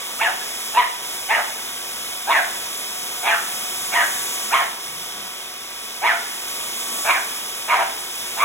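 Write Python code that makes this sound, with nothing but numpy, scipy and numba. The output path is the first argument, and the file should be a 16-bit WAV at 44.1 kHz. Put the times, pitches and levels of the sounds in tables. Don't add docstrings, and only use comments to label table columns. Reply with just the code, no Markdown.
import sys
import numpy as np
from scipy import signal
from scipy.fft import rfft, irfft, next_fast_len
from scipy.io import wavfile
from scipy.ndimage import uniform_filter1d
from numba import njit

SR = 44100
rng = np.random.default_rng(int(sys.argv[2]) if len(sys.argv) > 2 else 0)


def master(y):
    cut = np.clip(np.atleast_2d(y).T, -1, 1)
    pcm = np.round(cut * 32767)
    wavfile.write(sys.argv[1], SR, pcm.astype(np.int16))


N = 372204
TIME = np.arange(N) / SR
OPPOSITE = np.array([[1], [-1]])


def undb(db):
    return 10 ** (np.asarray(db) / 20)


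def unit(x):
    return x / np.sqrt(np.mean(x ** 2))


def walk(rate):
    hold = int(SR / rate)
    steps = np.repeat(rng.standard_normal(N // hold + 1), hold)
    smooth = uniform_filter1d(uniform_filter1d(steps, hold), hold)
    return unit(smooth[:N])


def coloured(points):
    hz, db = np.transpose(points)
    f = np.fft.rfftfreq(next_fast_len(N + N % 2) * 2, 1 / SR) + 1
    gain = undb(np.interp(np.log(f), np.log(hz), db))
    spectrum = rng.standard_normal(len(f)) + 1j * rng.standard_normal(len(f))
    return unit(irfft(gain * spectrum)[:N])


def butter(x, hz, kind, order=2):
    sos = signal.butter(order, min(hz, SR / 2 - 1), kind, fs=SR, output="sos")
    return signal.sosfilt(sos, x)


@njit
def resonate(x, hz, width):
    y, b, l = np.empty(len(x)), 0., 0.
    for i in range(len(x)):
        g, damping = np.tan(np.pi * hz[i] / SR), width[i] / hz[i]
        v = (b + g * (x[i] - l)) / (1 + g * (g + damping))
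        b, l, y[i] = 2 * v - b, l + 2 * g * v, damping * v
    return y


def band(x, hz, width_hz):
    return resonate(x, hz * np.ones(len(x)), width_hz * np.ones(len(x)))


def steady(x, span_s=0.0096):
    power = np.abs(uniform_filter1d(x ** 2, int(span_s * SR)))
    return x / np.sqrt(power + 1e-12)


def formant(source, hz, width_hz):
    return steady(band(band(source, hz, width_hz), hz, width_hz))


def airflow(points, apart):
    middle = coloured(points)
    side = butter(coloured(points), 260, "high", order=1)
    return unit(middle + apart * side * OPPOSITE)


def hallway(x, direct_db=-3.0, early_db=-9, early_t60=0.028, tail_db=-8.0, t60=0.65,
            echo_db=-11, echo_s=0.052, echo_t60=0.4, apart=0.81, wet_db=0):
    t = np.arange(SR) / SR
    mid, side = rng.standard_normal((2, 2, SR))
    early, late = (m + apart * s * OPPOSITE for m, s in zip(mid, side))
    sparse = rng.random(SR) < .02
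    early = early * sparse * undb(-60 * t / early_t60) * (t > .002)
    tail = late * undb(-60 * t / t60)
    tail = tail * np.clip(t / 0.00097, 0, 1)
    bounce_s = echo_s * np.maximum(np.round(t / echo_s), 1)
    slap = late * np.exp(-((t - bounce_s) / 0.00033) ** 2) * undb(-60 * t / echo_t60)
    response = undb(early_db) * unit(early) + undb(tail_db) * unit(tail) + undb(echo_db) * unit(slap)
    response = response / np.sqrt(SR)
    reflected = signal.fftconvolve(np.atleast_2d(x), response, axes=1)[:, :N]
    return undb(direct_db) * x + undb(wet_db) * reflected


def moving_air(suction_db, near_db, hiss_db=2.5, roar_db=-31.0, roar_follow=0.52):
    # (frequency [Hz], relative density [dB per Hz])
    nozzle_spectrum = [(1500, -25), (4500, -7), (7100, 1.5), (8100, 7.5), (9100, 5.5), (10200, 5.5),
                       (11500, 1), (12400, 3.5), (13300, 3), (14500, -1), (16000, -2.5)]
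    # (frequency [Hz], relative density [dB per Hz])
    roar_spectrum = [(25, -45), (60, -3), (120, -7.5), (200, 0), (290, 0), (370, 5), (520, 2.5), (850, 5.5),
                     (1300, 4), (1700, 2.5), (2350, 8), (2750, 6.5), (3400, 10.3), (4350, 0), (5300, 8),
                     (6500, 0), (9000, -10)]
    # (centre [Hz], width of each filter [Hz], level at mean nearness [dB])
    lip_bands = [(6620, 1100, -45.5), (7870, 800, -49)]
    hiss, roar = airflow(nozzle_spectrum, apart=.15), airflow(roar_spectrum, apart=.17)
    hiss = hiss * undb(suction_db + hiss_db + .5 * walk(18))
    roar = roar * undb(roar_db + roar_follow * near_db + 0.33 * walk(11))
    lip = sum(undb(db) * formant(rng.standard_normal(N), hz, width) for hz, width, db in lip_bands)
    lip = lip * undb(2 * near_db)
    return hallway(hiss + roar + lip, direct_db=-.7, wet_db=-3.5, apart=.1)


def motor(near_db, whine_follow=0.72):
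    # (multiple of the blade rate [1], relative level [dB])
    whine_partials = [(1, -45), (2, -52), (5, -51), (7, -51), (8, -57), (9, -52), (13, -61)]
    # (time [s], relative level [dB])
    hum_levels = [(0, -50), (1.6, -49), (3.9, -42.5), (5, -49), (8.44, -56)]
    blade_hz, motor_hz = 1132, 732
    speed = 1 + .0004 * (walk(4) + walk(50)) - .0002 * near_db
    turn = 2 * np.pi * np.cumsum(speed) / SR
    whine = sum(np.sin(k * blade_hz * turn) * undb(db + 2.2 * walk(9)) for k, db in whine_partials)
    hum = np.sin(motor_hz * turn) + .5 * np.sin(2 * motor_hz * turn)
    hum = hum * undb(np.interp(TIME, *np.transpose(hum_levels)) + 2.8 * walk(9))
    return whine * undb(whine_follow * near_db) + hum


def vacuum():
    # (time [s], relative level [dB])
    suction = [(0.0, -34.5), (0.26, -34), (0.75, -33), (0.82, -37), (0.99, -36), (1.06, -33.5), (1.67, -35),
               (3.69, -31.5), (4.18, -29.5), (4.44, -29.5), (4.79, -38.5), (4.84, -34.5), (5.55, -40),
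               (7.05, -29.5), (7.21, -32.5), (7.8, -35.5), (8.44, -32.5)]
    suction_db = np.interp(TIME, *np.transpose(suction))
    near_db = suction_db - np.mean(suction_db)
    return moving_air(suction_db, near_db) + motor(near_db) + drags()


@njit
def folds(hz, jitter, shimmer, chance):
    pulses, phase, p, k = np.zeros(len(hz) + 1), np.empty(len(hz)), 0., 0
    for i in range(len(hz)):
        step = hz[i] * np.exp(jitter[i] * chance[k, 0]) / SR
        p += step
        if p >= 1:
            p, k = p - 1, k + 1
            size = np.exp(shimmer[i] * chance[k, 1])
            pulses[i] += size * p / step
            pulses[i + 1] += size * (1 - p / step)
        phase[i] = p
    return pulses[:-1], phase


def yap(points, t, chance, attack_s=0.0053, release_s=0.025, leak_db=-3.0, flutter=.045, rattle=0.083,
        chest_hz=727.0, chest_db=-8.0, half_db=-14):
    times, *controls = np.transpose(points)
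    hz, rough, throat_db, mouth_hz, mouth_db, top_db = (np.interp(t, times, c) for c in controls)
    rough = np.clip(rough, .15, 1)
    flap = rough * unit(butter(chance[:len(t), 3:].T, 110, "low"))
    shake = np.exp(flutter * flap)
    pulses, phase = folds(hz * shake[0], .11 * rough, .6 * rough, chance)
    swell = np.exp(.85 * np.sqrt(rough) * np.cos(np.unwrap(2 * np.pi * phase) / 4))
    air = unit(np.exp(-2 * phase) * chance[:len(t), 2])
    source = swell * (unit(pulses) + .65 * np.sqrt(rough) * air)
    rest_hz, follow = 1035, 0.5
    throat_hz = (rest_hz + follow * (hz - rest_hz)) * shake[1]
    throat = undb(throat_db) * formant(source, throat_hz, 350 + 350 * rough)
    mouth = undb(mouth_db) * formant(source, mouth_hz * shake[2], 393.0)
    top = undb(top_db) * formant(source, np.maximum(1.527 * mouth_hz, 2760), 330.0)
    chest = undb(throat_db + chest_db) * formant(source, chest_hz, 170.0)
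    rasp = undb((throat_db + mouth_db) / 2 + leak_db) * formant(source, 1275, 580)
    undertone = 2 * (1 - rough) * undb(throat_db + half_db) * formant(source, hz / 2, 99.0)
    voice = throat + mouth + top + rough * (chest + rasp + undertone)
    rise = np.minimum(t - times[0], 0) / attack_s
    fall = np.maximum(t - times[-1], 0) / release_s
    flow = np.exp(rise - fall) * np.exp(rattle * flap[0])
    return butter(voice * flow, 4380, "low", order=8)


def puppy():
    # (time [s], pitch [Hz], roughness [1], throat resonance [dB],
    # mouth resonance [Hz], mouth resonance [dB], top resonance [dB])
    yap_curves = [
        [(0.198, 627.6, 0.2, -45, 1260, -27, -32), (0.216, 902.5, 0.23, -14, 2330, -16, -36),
         (0.235, 925, 0.48, -19.5, 2080, -20, -23), (0.271, 897, 0.5, -26, 1570, -15, -30),
         (0.284, 780, 0.97, -20, 1500, -28, -43)],
        [(0.745, 859, 0.54, -25.5, 2650, -33, -41), (0.766, 871, 0.2, -16, 2400, -26, -32),
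         (0.774, 992, 0.38, -8.5, 2420, -22, -30), (0.8, 975.6, 0.17, -12, 2140, -17, -23),
         (0.828, 973, 0.85, -24.5, 1790, -22.0, -40)],
        [(1.291, 757, 0.22, -26, 1950, -29, -27), (1.312, 885, 0.24, -11.5, 2100, -14.5, -48),
         (1.345, 906, 0.72, -24, 1890, -15.5, -23), (1.39, 792, 1.02, -20, 1500, -29.5, -41)],
        [(2.275, 761, 0.38, -24, 2580, -35, -46), (2.297, 879, 0.37, -13.5, 2350, -32, -35),
         (2.316, 1098, 0.65, -13.5, 2350, -18, -20), (2.338, 896, 0.78, -24, 2070, -17, -29),
         (2.358, 876, 0.8, -21, 1880, -12.5, -41), (2.397, 720, 0.71, -21.5, 1510, -18.5, -50)],
        [(3.232, 718.5, 0.36, -29, 2230, -35, -39), (3.275, 870, 0.56, -16.5, 2180, -18, -25),
         (3.297, 870, 0.5, -18, 2130, -19, -25), (3.318, 848, 0.77, -20.5, 1760, -15.5, -28),
         (3.345, 795, 1.02, -30, 1440, -18, -30)],
        [(3.925, 718, 0.65, -28, 2320, -28, -44.0), (3.962, 975.6, 0.55, -18.5, 1970, -15, -24.5),
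         (4.005, 944, 0.94, -22.5, 1730, -16.5, -33), (4.04, 766, 0.8, -25, 1560, -20, -42)],
        [(4.512, 647.2, 0.17, -38, 1290, -25, -37.5), (4.531, 890, 0.3, -13.5, 2400, -22, -42),
         (4.542, 1139, 0.65, -11.5, 2220, -16.5, -22), (4.58, 1003, 0.85, -21, 1930, -21.5, -26),
         (4.635, 717, 1.01, -27.5, 1670, -26, -54)],
        [(6.018, 702.4, 0.27, -30, 2120, -38.0, -42), (6.042, 886.4, 0.35, -13, 2090, -21.5, -40),
         (6.073, 1082, 0.66, -20, 2200, -15.5, -25.5), (6.1, 844, 0.97, -24.5, 1770, -14, -31),
         (6.135, 705, 0.5, -26.5, 1350, -23, -43)],
        [(7.05, 795.5, 0.75, -25.5, 2280, -32, -56), (7.103, 1040, 0.86, -15.5, 2330, -13, -26),
         (7.135, 1007, 0.8, -24, 2050, -23, -35), (7.175, 761, 0.62, -26, 1560, -21, -50)],
        [(7.683, 857, 0.67, -25, 2300, -33, -35.0), (7.705, 993.6, 0.72, -20, 2170, -16.5, -39),
         (7.738, 1032, 0.8, -12.5, 2100, -20, -26), (7.765, 720.7, 0.3, -20.5, 1960, -23, -36),
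         (7.797, 961, 0.77, -18, 1900, -22, -38), (7.822, 779, 0.62, -17, 1320, -36.5, -32)],
        [(8.375, 772, 0.5, -26.5, 2320, -42, -40), (8.405, 1062, 0.54, -22, 2250, -21, -30),
         (8.438, 1164, 0.35, -9, 2380, -17, -29)],
    ]
    out = np.zeros(N)
    for points in yap_curves:
        middle_s = (points[0][0] + points[-1][0]) / 2
        now = np.abs(TIME - middle_s) < .2
        out[now] += yap(points, TIME[now], rng.standard_normal((SR // 2, 6)))
    return out


def drags(span_s=0.091, width_hz=22.0):
    # (time of the peak [s], resonance [Hz], level [dB])
    mat_drags = [(4.96, 161, -50), (5.22, 214, -48.5), (6.93, 226, -45)]
    out = 0
    for s, hz, db in mat_drags:
        drone = unit(band(rng.standard_normal(N), hz, width_hz))
        out = out + drone * undb(db) * np.exp(-((TIME - s) / span_s) ** 2)
    return out


def wall_ringing(voice):
    # (frequency [Hz], width [Hz], level [dB])
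    modes = [(682, 9.3, 5.5), (1242, 12, 2), (1670, 6.6, -20)]
    return sum(undb(db) * band(voice, hz, width) for hz, width, db in modes)


def microphones(x, phase_points, pan_db):
    size = next_fast_len(N + SR // 10, real=True)
    lead = np.interp(np.fft.rfftfreq(size, 1 / SR), *np.transpose(phase_points))
    half = np.array([[.5], [-.5]])
    turned = irfft(rfft(x, size) * np.exp(1j * lead * half), size)[:, :N]
    return turned * undb(pan_db * half)


def scene():
    # (frequency [Hz], phase [rad])
    dog_phase = [(0, 0), (750, -.85), (1400, -.3), (2300, .9), (2750, .3), (3200, 1.5), (3800, 1.4),
                 (4600, 3.14)]
    vacuum_phase = [(0, 0), (750, -.8), (1250, -.1), (2600, 2.5), (3700, 1.3), (4350, 2.9), (4900, 3.35),
                    (6400, 6), (15500, 19.1)]
    voice = puppy()
    dog = microphones(hallway(voice) + wall_ringing(voice), dog_phase, pan_db=-1.0)
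    return dog + microphones(vacuum(), vacuum_phase, pan_db=-0.5)


def record(dry):
    sos = signal.ellip(10, .2, 80, 15800, fs=SR, output="sos")
    return signal.sosfilt(sos, dry)


dry = scene()
out = record(dry)
master(out)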